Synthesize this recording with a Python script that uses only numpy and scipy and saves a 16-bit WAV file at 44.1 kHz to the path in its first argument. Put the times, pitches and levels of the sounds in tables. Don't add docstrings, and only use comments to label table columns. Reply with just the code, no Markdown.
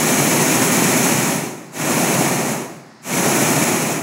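import sys
import numpy as np
from scipy import signal
from scipy.fft import rfft, irfft, next_fast_len
from scipy.io import wavfile
from scipy.ndimage import uniform_filter1d

SR = 44100
rng = np.random.default_rng(int(sys.argv[2]) if len(sys.argv) > 2 else 0)


def generate_wav(sig):
    pcm = np.round(np.clip(np.atleast_2d(sig).T, -1, 1) * 32767).astype(np.int16)
    wavfile.write(sys.argv[1], SR, pcm)


N = 177326
TIME = np.arange(N) / SR

# open_s, ease_s, shut_s, emptying_db_per_s, hiss_db, rush_db, roar_db
BLASTS = [(-0.22, 1.08, 1.344, 74, -20.5, -21, -19), (1.701, 2.18, 2.528, 88, -22.5, -20, -20),
          (3.004, 3.602, 3.923, 64, -21.5, -20.2, -19.5)]
# pitch_hz, relative_level_db
HISS_TONE = [(1900, -29), (3200, -14), (3650, -8), (4250, -8), (4800, -9.5), (5900, -3), (6650, 0.5),
             (7400, -3), (8200, -2.5), (9000, -8), (10100, -3.5), (11600, -5.5), (12800, -14.5),
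             (15600, -10.5)]
RUSH_TONE = [(260, -49), (450, -6.5), (485, -2.5), (628, 0.5), (767, -2.5), (834, -4.5), (906, -3),
             (953, -2.5), (1090, -5.5), (1570, -7.5), (1830, -6.5), (1980, -8.5), (2310, -4), (3300, -16),
             (4290, -45), (7260, -120)]
ROAR_TONE = [(30, -45), (55, -35), (80, -26.5), (100, -16.5), (125, -6.5), (157, 1), (195, -3.5),
             (245, 0.5), (285, -4), (375, -2.5), (420, -6), (460, -16), (650, -34), (1000, -80)]
PILOT_TONE = [(30, -32), (75, -25), (140, 1), (290, 1), (480, -28), (660, -5), (1250, -8.5), (1650, -10),
              (2000, -9), (3100, -22), (5200, -14.5), (6000, -21), (8500, -28), (15000, -49)]
# pitch_hz, width_hz, boost_db
HISS_PEAKS_AND_DIPS = [(4200, 160, 1.5), (4690, 210, -5), (6300, 260, 1), (8870, 380, -8), (10026, 50, 1)]
RUSH_PEAKS_AND_DIPS = [(442, 21, -4.5), (837, 18, 3), (830, 27, 1.5), (1580, 74, -4.5), (1866, 140, 2.5)]
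# pitch_hz, fade_s
ECHO_FADES = [(125, 0.73), (1000, 1), (4000, 0.52), (14000, 0.35)]
# start_s, peak_db (before the trim), rise_s
PUFFS = [(0.62, -12, 0.011), (0.82, 1, 0.0028), (0.925, -9.5, 0.0056), (1.001, -5, 0.0029),
         (1.966, -10, 0.006), (2.205, -2.5, 0.004), (3.255, -6, 0.0097), (3.71, -11.5, 0.0064)]

FILL_S, FILL_CURVE = 0.063, 2.76
EASE_DB_PER_S = 14.5


def from_db(db):
    return 10 ** (np.asarray(db) / 20)


def rms_one(x):
    return x / np.sqrt(np.mean(x ** 2) + 1e-20)


def at_hz(table, hz):
    pitches_hz, values = np.transpose(table)
    return np.interp(np.log(np.maximum(hz, 1)), np.log(pitches_hz), values)


def coloured_noise(tone):
    size = next_fast_len(N)
    gain = from_db(at_hz(tone, np.fft.rfftfreq(size, 1 / SR)))
    return rms_one(irfft(rfft(rng.standard_normal(size)) * gain, size)[:N])


def eddies(rate_hz):
    size = next_fast_len(N)
    hz = np.fft.rfftfreq(size, 1 / SR)
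    gain = hz / (hz + rate_hz / 10) / (1 + (hz / rate_hz) ** 2)
    return rms_one(irfft(rfft(rng.standard_normal(size)) * gain, size)[:N])


def with_peaks_and_dips(x, bands):
    for hz, width_hz, boost_db in bands:
        decay = np.exp(-np.pi * width_hz / SR)
        feedback = [1, -2 * decay * np.cos(2 * np.pi * hz / SR), decay ** 2]
        band = (1 - decay ** 2) / 2 * signal.lfilter([1, 0, -1], feedback, x)
        x = x + (from_db(boost_db) - 1) * band
    return rms_one(x)


def steady(x, over_s):
    size = max(int(over_s * SR), 256)
    return x / np.sqrt(uniform_filter1d(uniform_filter1d(x ** 2, size), size) + 1e-12)


def follow_valve(levels_db, lag_s, fall_share):
    gain = 1e-6
    now = TIME - lag_s
    for (open_s, ease_s, shut_s, emptying_db_per_s, *_), level_db in zip(BLASTS, levels_db):
        fill = (1 - np.exp(-np.maximum(now - open_s, 0) / FILL_S)) ** FILL_CURVE
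        sag_db = EASE_DB_PER_S * np.clip(now - ease_s, 0, shut_s - ease_s)
        emptying_db = emptying_db_per_s * np.maximum(now - shut_s, 0)
        gain = gain + fill * from_db(level_db - fall_share * (sag_db + emptying_db))
    return 20 * np.log10(gain)


def nozzle_hiss(hiss_db, churn, trim_db=0.58, churn_db=0.54, sputter_db=0.37, dulling=0.13):
    hiss = with_peaks_and_dips(coloured_noise(HISS_TONE), HISS_PEAKS_AND_DIPS)
    body = signal.sosfiltfilt(signal.butter(2, 8500, fs=SR, output="sos"), hiss)
    treble = from_db(dulling * (hiss_db - np.percentile(hiss_db, 70))) * (hiss - body)
    wobble_db = churn_db * churn + sputter_db * eddies(rate_hz=33)
    return from_db(hiss_db + trim_db + wobble_db) * (body + treble)


def jet_rush(rush_db, hiss_db, churn, trim_db=0.05, churn_db=0.54, flutter_db=0.04, brightening=0.87):
    rush = steady(with_peaks_and_dips(coloured_noise(RUSH_TONE), RUSH_PEAKS_AND_DIPS), over_s=0.067)
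    body = signal.sosfiltfilt(signal.butter(2, 1200, fs=SR, output="sos"), rush)
    treble = from_db(brightening * (hiss_db - rush_db)) * (rush - body)
    wobble_db = churn_db * churn + flutter_db * eddies(rate_hz=150)
    return from_db(rush_db + trim_db + wobble_db) * (body + treble)


def flame_roar(roar_db, churn, trim_db=-0.24, churn_db=0.64):
    roar = steady(coloured_noise(ROAR_TONE), over_s=0.077)
    return from_db(roar_db + trim_db + churn_db * churn) * roar


def pilot_flame(level_db=-46.5):
    return from_db(level_db) * coloured_noise(PILOT_TONE)


def balloon_echo(burner, level_db=-17.5, build_s=0.016):
    age_s = TIME[:SR]
    edges_hz = np.geomspace(60, 18000, num=9)
    echo = 0
    for low, high in zip(edges_hz, edges_hz[1:]):
        band_filter = signal.butter(2, [low, high], "band", fs=SR, output="sos")
        band = signal.sosfilt(band_filter, rng.standard_normal(SR))
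        fade_s = at_hz(ECHO_FADES, np.sqrt(low * high))
        echo = echo + band * np.exp(-np.log(1000) * age_s / fade_s)
    echo = echo * (1 - np.exp(-age_s / build_s))
    return from_db(level_db) * signal.fftconvolve(burner, echo / np.linalg.norm(echo))[:N]


def gas_puffs(trim_db=-10.5):
    start_s, peak_db, rise_s = np.transpose(PUFFS)
    progress = np.maximum(TIME - start_s[:, None], 0) / rise_s[:, None]
    swell = from_db(peak_db + trim_db) @ (progress * np.exp(1 - progress))
    dull_noise = coloured_noise([(70, -37), (170, 7.0), (400, -0.5), (900, -7.0), (2500, -42)])
    bursts = swell * steady(dull_noise, over_s=256 / SR)
    return signal.sosfilt(signal.butter(4, 120, "high", fs=SR, output="sos"), bursts)


def scene():
    *_, hiss_levels, rush_levels, roar_levels = np.transpose(BLASTS)
    hiss_db = follow_valve(hiss_levels, lag_s=0, fall_share=1)
    rush_db = follow_valve(rush_levels, lag_s=0.012, fall_share=0.81)
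    roar_db = follow_valve(roar_levels, lag_s=0.016, fall_share=0.77)
    churn = eddies(rate_hz=17)
    burner = (flame_roar(roar_db, churn) + jet_rush(rush_db, hiss_db, churn)
              + nozzle_hiss(hiss_db, churn) + gas_puffs())
    return np.tile(burner + pilot_flame() + balloon_echo(burner), (2, 1))


def record(dry):
    cutoff_hz = 15720
    return signal.sosfilt(signal.ellip(12, .1, 80, cutoff_hz, fs=SR, output="sos"), dry)


dry = scene()
out = record(dry)
generate_wav(out)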